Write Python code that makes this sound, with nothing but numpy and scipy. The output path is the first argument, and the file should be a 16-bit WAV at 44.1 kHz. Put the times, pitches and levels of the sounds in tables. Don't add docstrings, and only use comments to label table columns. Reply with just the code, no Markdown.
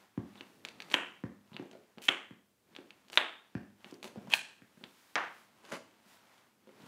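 import sys
import numpy as np
from scipy import signal
from scipy.fft import rfft, irfft, next_fast_len
from scipy.io import wavfile

SR = 44100
rng = np.random.default_rng(int(sys.argv[2]) if len(sys.argv) > 2 else 0)


def generate_wav(sig):
    pcm = np.round(np.clip(np.atleast_2d(sig).T, -1, 1) * 32767).astype(np.int16)
    wavfile.write(sys.argv[1], SR, pcm)


N = 303048

# frequency_hz, gain_db
HISS_EQ = [(30, -20), (70, -10), (115, -2), (145, -13), (200, -3.5), (370, -7), (800, -15), (6500, -21.5),
           (15500, -23.5)]
BRUSH_EQ = [(290, -61.5), (500, -6), (680, -2), (1000, -1.5), (2500, -8), (15500, -27.5)]
FLEX_EQ = [(40, -37), (100, -10.5), (210, 3), (400, -3.5), (700, -12.5), (4000, -61)]
SCUFF_EQ = [(75, -40.5), (240, -1.5), (1200, 1), (2800, -3), (4500, -8.5), (7000, -9.5), (10000, -13.5),
            (15000, -23)]
KNOCK_EQ = [(25, -45), (100, 0), (170, -2), (260, -8.5), (500, -22.5), (900, -23), (15000, -72)]
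THUD_EQ = [(35, -52), (80, -9), (170, -0.5), (240, -3), (320, -11), (420, -18.5), (700, -22), (1400, -30),
           (1850, -27), (2250, -39), (15000, -73.5)]
TICK_EQ = [(80, -24.5), (350, -9.5), (1600, -8.5), (2500, -3), (3600, -5.5), (4700, -6), (5000, -17.5),
           (6000, -18), (8000, -25), (15000, -43)]
CREAK_EQ = [(120, -35), (450, -29.5), (900, -7.5), (1270, -22.5), (1550, -10.5), (2080, -14.5), (2500, 2.5),
            (2850, -4.5), (3150, 2.5), (3700, -13), (4200, -8), (4900, -22.5), (7000, -20.5),
            (15000, -35.5)]
SLAP_EQ = [(50, -62), (150, -15), (350, -6), (1050, -3.5), (2000, -3), (4500, -17), (6300, -15.5),
           (8000, -29), (15000, -51)]
SNAP_EQ = [(60, -44.5), (200, -23.5), (500, -18.5), (1000, -8), (2400, -4.5), (3200, 4.5), (3500, -5.5),
           (4100, -18), (5000, -29.5), (7000, -31), (10000, -41), (15000, -52)]
FIZZ_EQ = [(3700, -23), (4700, 2.5), (7000, -0.5), (10000, -12.5), (16000, -17.5)]

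# frequency_hz, gain_db
KNOCK_SEND = [(130, -5), (250, 0.5)]
THUD_SEND = [(70, -8), (140, -18.5), (200, -0.5), (8000, 1.5)]
TICK_SEND = [(150, 7), (1000, 1.5), (3000, -9.5), (5000, -11), (12000, -4.5)]
CREAK_SEND = [(130, -17.5), (200, 16), (350, -1.5), (900, -7.5), (1600, -1), (2600, -12.5), (3200, -12),
              (5000, -4), (12000, 1.5)]
SLAP_SEND = [(450, 3), (1200, 9), (3000, -0.5), (6000, -9), (12000, 0)]
SNAP_SEND = [(60, -10.5), (140, -5.5), (190, 7.5), (520, 4), (1000, -1.5), (2000, -2.5), (2750, -8.5),
             (3250, -13.5), (3500, -13.5), (4200, -10.5), (5000, -10), (12000, -3)]
# frequency_hz, t60_s
ROOM_DECAY = [(100, 0.43), (1000, 0.43), (3000, 0.43), (8000, .44), (14000, 0.16)]
# delay_s, gain
NEAR_ECHOES = [(.0031, 0.13), (.0049, .2)]
CEILING_ECHOES = [(0.0167, 0.29)]
# pitch_hz, level_db, t60_s
BOARD_MODES = [(77.5, -47, 0.58), (103, -47.5, 1), (202.4, -40, 0.78), (325.8, -36, 0.27)]

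# time_s, level_db
BRUSH_RIDE = [(0, -61), (0.12, -72.5), (0.38, -61), (0.6, -74), (0.86, -59.5), (1.42, -76), (1.52, -67.5),
              (1.9, -71.5), (2.55, -92), (2.73, -67.5), (3.75, -74.5), (3.89, -58.5), (4.0, -72),
              (4.24, -63), (4.72, -73), (5.07, -86), (5.6, -65.5), (5.98, -69), (6.38, -62.5),
              (6.58, -77.5), (6.87, -56.5)]
FLEX_RIDE = [(0, -63), (0.12, -82), (0.38, -66), (0.86, -57.5), (1.44, -75.5), (1.76, -62), (1.92, -73),
             (2.58, -91), (2.72, -63), (3.02, -69.5), (3.45, -76.5), (3.89, -70), (4.25, -57),
             (4.56, -71.5), (5.05, -75.5), (5.6, -68), (6.6, -74.5), (6.85, -55.5)]
# centre_s, half_length_s, level_db
SWISHES = [(0.537, 0.14, -70.5), (5.01, 0.21, -66), (5.39, 0.064, -67), (6.125, 0.05, -63.5)]
# start_s, end_s, swell_s, from_db, to_db, tilt_db_per_octave, grit_db
SCUFFS = [(0.896, 0.961, 0.016, -47.5, -52, 0, 7), (2.015, 2.08, .006, -52.5, -56, 5, 4.5),
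          (3.115, 3.174, 0.012, -50.5, -55.5, 2.5, 5), (4.026, 4.086, .004, -52, -57.5, 1, 7.5),
          (4.291, 4.353, 0.0081, -57.5, -38, 0, 8), (5.624, 5.719, .02, -62, -53, -1.5, 0.5),
          (5.714, 5.777, 0.0049, -39, -48, -3, 2)]
# time_s, level_db, pitch_hz
KNOCKS = [(1.518, -47.5, 213), (1.545, -43.5, 236), (1.625, -41, 303), (1.657, -48.5, 520),
          (1.714, -47.5, 400), (1.733, -46, 440), (1.752, -48, 425), (1.975, -43, 298),
          (3.860, -47.5, 289.6), (4.045, -43, 420), (4.058, -42, 380), (4.173, -39, 224), (4.182, -44, 209),
          (4.273, -43, 638), (4.281, -41.5, 250), (4.774, -51.5, 256), (4.812, -49, 330),
          (4.836, -46.5, 271), (5.729, -43, 235), (6.062, -56, 330), (6.673, -48, 400), (6.692, -49, 430),
          (6.835, -50, 229)]
# start_s, end_s, level_db
PEELS = [(0.364, .409, -65), (1.536, 1.565, -61)]
# start_s, end_s, from_db, to_db, slips_per_s, pitch_hz
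CREAKS = [(2.025, 2.081, -43, -42, 150, 2500), (4.310, 4.336, -37, -26, 365, 2600)]

THUDS = [(.177, -25, 178, 6, -6.5), (.408, -46, 236, -9, -4), (.9417, -32, 288, -17, -33),
         (1.2382, -28, 167, 2, 1), (1.597, -33.5, 271, 7.5, 0), (2.0885, -32, 303, 2, -27),
         (2.309, -40, 170.8, -13, 7), (2.787, -39, 329.6, 4, 2), (3.5522, -26, 164, 1.5, 4),
         (3.925, -39.5, 293, 4.5, -5), (4.159, -36.5, 490, 13.5, -6.5), (4.62, -45.5, 188, 4, 11.5)]
TICKS = [(.356, -40, 3000, 12, -9), (.4091, -29.5, 2903, -1.5, -6.5), (.6503, -21.5, 2420, -0.5, 5),
         (.6867, -29, 2555, -2, 8), (.803, -26.5, 2423, -4, -1.5), (.8213, -29.5, 2500, -2.5, 8),
         (.901, -33, 2617, 3.5, 11), (.915, -26, 2500, 4, 1.5), (.9198, -26, 2726, 2.5, 10.5),
         (1.5322, -39.5, 2890, 8, -4), (1.5659, -26.5, 2845, 0, -6), (1.713, -39, 3000, 2.5, 12.5),
         (1.7298, -46, 2580, 2.5, 8), (1.9835, -33, 2900, 12, -3.5), (2.0192, -36.5, 2580, 2.5, 10.5),
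         (2.039, -36, 2600, -1, 18), (2.0462, -37, 2500, 3, 17.5), (2.7511, -38.5, 3700, 0, -8.5),
         (2.7639, -30, 3210, -2.5, -4), (2.9063, -36, 2600, -6, -1), (3.0838, -42.5, 3000, 4, 15),
         (3.1002, -34, 3000, 10.5, 10), (3.1311, -28, 2950, 3, 2), (3.1397, -32, 2950, 0, 5),
         (3.8449, -32.5, 2920, 1, -8.5), (3.9105, -41, 3000, -6.5, 20), (3.9415, -40.5, 3050, -4, 37.5),
         (4.0288, -28, 2510, 8.5, 5.5), (4.0432, -28, 2716, 10.5, 7), (4.0537, -33.5, 2549, 6, 6),
         (4.077, -34.5, 2694, 7.5, 8.5), (4.8394, -29.5, 3350, -1, -2.5), (5.652, -40, 2700, 8, 9)]
JERKS = [(4.3270, -23.5, 2520, -8.5, -3), (4.3371, -5, 2564, -1, -4.5), (4.3389, -22, 2690, 6.5, 21.5)]
SLAPS = [(5.156, -12.5, 3050, -9.5, -2), (5.1575, -23, 3260, -5, -10), (5.1601, -21.5, 3240, 2, -9),
         (5.1626, -21, 3010, 2.5, -12)]
SNAPS = [(0.9366, -32.5, 3070, -5.5, 12), (0.9384, -32.5, 3150, -5, -0.5), (.9405, -18.5, 3280, -15.5, 15),
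         (0.9416, -3.5, 3144, 0.5, 3), (2.0836, -17.5, 3140, -15, 14.5), (2.0857, -10, 3300, -2.5, -7),
         (2.0884, -5, 3210, -2, 4), (3.1745, -1.5, 3660, 3.5, 3), (3.1796, -11, 3520, 1.5, -0.5)]

GROOVE_HZ, THUD_HZ, CREAK_HZ = 3200, 172, 2550


def amp(db):
    return 10 ** (np.asarray(db) / 20)


def unit(x):
    return x / np.sqrt(np.mean(x ** 2) + 1e-20)


def curve_at(points, hz):
    frequency, value = np.transpose(points)
    return np.interp(np.log(hz + 1), np.log(frequency + 1), value)


def add(mix, time_s, sound):
    part = mix[max(round(time_s * SR), 0):][:len(sound)]
    part += sound[:len(part)]


def equalised(x, eq, tilt_db=0):
    size = next_fast_len(len(x))
    hz = np.fft.rfftfreq(size, 1 / SR)
    gain = amp(curve_at(eq, hz) + tilt_db * np.log2(hz + 20))
    return unit(irfft(rfft(x, size) * gain, size)[:len(x)])


def tightest_pulse(shape_db):
    log_gain = np.log(amp(np.concatenate([shape_db, shape_db[-2:0:-1]])))
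    return np.fft.ifft(np.exp(np.conj(signal.hilbert(log_gain)))).real


def hits(rows, eq, root_hz, ripple_db, tracking=1, ring_db=0, ring_width=1):
    out, hz = np.zeros(N), np.fft.rfftfreq(4096, 1 / SR)
    ripple_hz = np.geomspace(400, 16000, 30)
    for time_s, level_db, pitch_hz, body_db, fizz_db in rows:
        ratio = hz / pitch_hz
        body = 1 / (1 + (ratio / 0.5) ** 4)
        fizz = 1 - 1 / (1 + (hz / max(1.45 * pitch_hz, 1200)) ** 8)
        ring = 1 / (1 + ((ratio - 1) / ring_width) ** 2)
        tone_db = curve_at(eq, hz * (root_hz / pitch_hz) ** tracking)
        shape_db = tone_db + body_db * body + fizz_db * fizz + ring_db * ring
        ripple = np.interp(hz, ripple_hz, np.r_[0, rng.uniform(-1, 1, len(ripple_hz) - 1)])
        pulse = tightest_pulse(shape_db + ripple_db * ripple) / abs(tightest_pulse(shape_db)).max()
        add(out, time_s, -amp(level_db) * pulse)
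    return out


def echoed(x, echoes):
    out = x.copy()
    for delay_s, gain in echoes:
        add(out, delay_s, gain * x)
    return out


def smeared(x, hz=3300, width_hz=1900):
    r = np.exp(-np.pi * width_hz / SR)
    poles = np.array([1, -2 * r * np.cos(2 * np.pi * hz / SR), r * r])
    return signal.lfilter(poles[::-1], poles, x)


def reverb(x, send, ring_hz=0, ring_width_hz=170, build_s=0.00084):
    reflections = unit(rng.standard_normal(SR) * (rng.random(SR) < 5000 / SR))
    hz, t, bands = signal.stft(reflections, SR, nperseg=512)
    ring = (ring_hz > 0) * np.exp(-.5 * ((hz - ring_hz) / ring_width_hz) ** 2)
    t60 = (curve_at(ROOM_DECAY, hz) * (1 + .13 * ring))[:, None]
    decay = np.exp(-np.log(1000) * t / t60) * np.sqrt(2 * np.log(1000) / (t60 * SR))
    tail = signal.istft(bands * decay * amp(curve_at(send, hz))[:, None], SR, nperseg=512)[1]
    fade_in = 1 - np.exp(-(np.arange(len(tail)) / SR / build_s) ** 2)
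    return signal.oaconvolve(x, tail * fade_in)[:N]


def room_tone(level_db=-74.5):
    return amp(level_db) * equalised(rng.standard_normal(N), HISS_EQ)


def grains(count, grit_db):
    return rng.standard_normal(count) * amp(grit_db * np.minimum(rng.exponential(1, count), 4))


def weight_shifts(brush_trim_db=-2, flex_trim_db=-3):
    t = np.arange(N) / SR
    brush_gain = amp(brush_trim_db + np.interp(t, *np.transpose(BRUSH_RIDE)))
    flex_gain = amp(flex_trim_db + np.interp(t, *np.transpose(FLEX_RIDE)))
    swish_gain = sum(amp(db) * np.exp(-.5 * ((t - s) / half_s) ** 2) for s, half_s, db in SWISHES)
    brush = brush_gain * equalised(grains(N, grit_db=4), BRUSH_EQ, tilt_db=0.5)
    flex = flex_gain * equalised(rng.standard_normal(N), FLEX_EQ)
    swish = swish_gain * equalised(grains(N, grit_db=2.5), BRUSH_EQ, tilt_db=3)
    return brush + flex + swish


def grit_specks(per_s=10, lift_db=11.5, lug_hz=3266, detune=.04, body_db=2, fizz_db=2):
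    when, loudness, pitch = rng.uniform(-0.89, 1, (256, 3))[:int(per_s * N / SR)].T
    times = (when + 1) / 2 * N / SR
    levels_db = np.interp(times, *np.transpose(BRUSH_RIDE)) + lift_db + loudness
    pitches_hz = lug_hz * (1 + detune * pitch)
    return [(s, db, hz, body_db, fizz_db) for s, db, hz in zip(times, levels_db, pitches_hz)]


def peels(from_hz=4200, to_hz=2850, width_hz=650):
    out, r = np.zeros(N), np.exp(-np.pi * width_hz / SR)
    for start, end, level_db in PEELS:
        count = round((end - start) * SR)
        cycles = np.cumsum(np.geomspace(from_hz, to_hz, count)) / SR
        tears = signal.lfilter([1], [1, -2 * r, r * r], grains(SR, grit_db=4.5))[-count:]
        whistle = tears * np.cos(2 * np.pi * cycles) * signal.windows.tukey(count)
        add(out, start, amp(level_db) * unit(whistle))
    return out


def chatter(count, slips_per_s=170, slip_s=0.00098, steady=0.35):
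    gaps, sizes = rng.uniform(.4, 1.6, (2, 128))
    t = np.arange(count) / SR
    starts = (np.cumsum(gaps) - gaps[0]) / slips_per_s
    latest = np.searchsorted(starts, t, "right") - 1
    return unit(steady + sizes[latest] * np.exp(-(t - starts[latest]) / slip_s))


def scuffs(release_s=.006):
    out = np.zeros(N)
    for start, end, swell_s, from_db, to_db, tilt_db, grit_db in SCUFFS:
        t = np.arange(max(round((end - start) * SR), 64)) / SR
        rub = equalised(grains(SR // 4, grit_db) * chatter(SR // 4), SCUFF_EQ, tilt_db)[:len(t)]
        pressure = amp(np.linspace(from_db, to_db, len(t)))
        fades = np.clip(t / swell_s, 0, 1) * np.clip((t[-1] - t) / release_s, 0, 1)
        add(out, start, rub * pressure * fades)
    return out + reverb(out, send=[(200, -6.5), (1500, -8.5), (10000, -4.5)])


def knocks():
    rows = [(s, db, hz, 0, 0) for s, db, hz in KNOCKS]
    bumps = hits(rows, KNOCK_EQ, THUD_HZ, ripple_db=11, ring_db=4, ring_width=0.19)
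    return bumps + reverb(bumps, KNOCK_SEND)


def floor_thuds(boards_db=-26.5):
    push = hits(THUDS, THUD_EQ, THUD_HZ, ripple_db=5)
    t = np.arange(SR // 2) / SR
    modes = sum(amp(db) * np.exp(-np.log(1000) * t / t60) * np.cos(2 * np.pi * hz * t)
                for hz, db, t60 in BOARD_MODES)
    boards = amp(boards_db) * signal.oaconvolve(push, modes)[:N]
    thud = echoed(smeared(push, hz=100, width_hz=73), CEILING_ECHOES)
    return thud + boards + reverb(push, THUD_SEND)


def creaks(jitter=0.14, body_db=-9, fizz_db=-8):
    slips = []
    for start, end, from_db, to_db, slips_per_s, pitch_hz in CREAKS:
        times = np.arange(start, end, 1 / slips_per_s)
        times += rng.standard_normal(64)[:len(times)] * jitter / slips_per_s
        levels_db = np.linspace(from_db, to_db, len(times))
        slips += [(s, db, pitch_hz, body_db, fizz_db) for s, db in zip(times, levels_db)]
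    return hits(JERKS + slips, CREAK_EQ, CREAK_HZ, ripple_db=3)


def torn(x, split_hz=4800, spread_s=0.0011):
    treble = signal.sosfiltfilt(signal.butter(8, split_hz, "highpass", fs=SR, output="sos"), x)
    r = np.exp(-1 / (spread_s * SR))
    envelope = np.sqrt(signal.lfilter([1 - r], [1, -r], treble ** 2 + 1e-20))
    return x - treble + envelope * equalised(rng.standard_normal(N), FIZZ_EQ)


def hit_tails(rows, eq, send, ripple_db):
    out = np.zeros(N)
    for time_s, level_db, pitch_hz, body_db, fizz_db in rows:
        pulse = hits([(0, level_db, pitch_hz, body_db, fizz_db)], eq, GROOVE_HZ, ripple_db)[:SR // 8]
        tuned_send = [(hz * pitch_hz / GROOVE_HZ, db) for hz, db in send]
        add(out, time_s, reverb(pulse, tuned_send, ring_hz=pitch_hz))
    return out


def tread():
    snaps = hits(SNAPS, SNAP_EQ, GROOVE_HZ, ripple_db=6)
    ticks = hits(TICKS + grit_specks(), TICK_EQ, GROOVE_HZ,
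                 ripple_db=2, tracking=0, ring_db=6.5, ring_width=0.092)
    slap = hits(SLAPS, SLAP_EQ, GROOVE_HZ, ripple_db=3)
    creak, whistles = creaks(), peels()
    wet = hit_tails(SNAPS, SNAP_EQ, SNAP_SEND, ripple_db=2.5)
    wet += hit_tails(SLAPS, SLAP_EQ, SLAP_SEND, ripple_db=-1)
    wet += reverb(ticks + whistles, TICK_SEND) + reverb(creak, CREAK_SEND)
    direct = torn(smeared(snaps + ticks + creak)) + slap + whistles
    return echoed(direct, NEAR_ECHOES) + wet


def scene():
    return (room_tone() + tread() + floor_thuds() + knocks() + scuffs() + weight_shifts())[None]


def record(dry, low_cut_hz=62, high_cut_hz=15700):
    thinned = signal.sosfilt(signal.butter(2, low_cut_hz, "highpass", fs=SR, output="sos"), dry)
    high_cut = signal.firwin(301, high_cut_hz, window=("kaiser", 9), fs=SR)
    return signal.oaconvolve(thinned, high_cut[None], "same")


dry = scene()
out = record(dry)
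generate_wav(out)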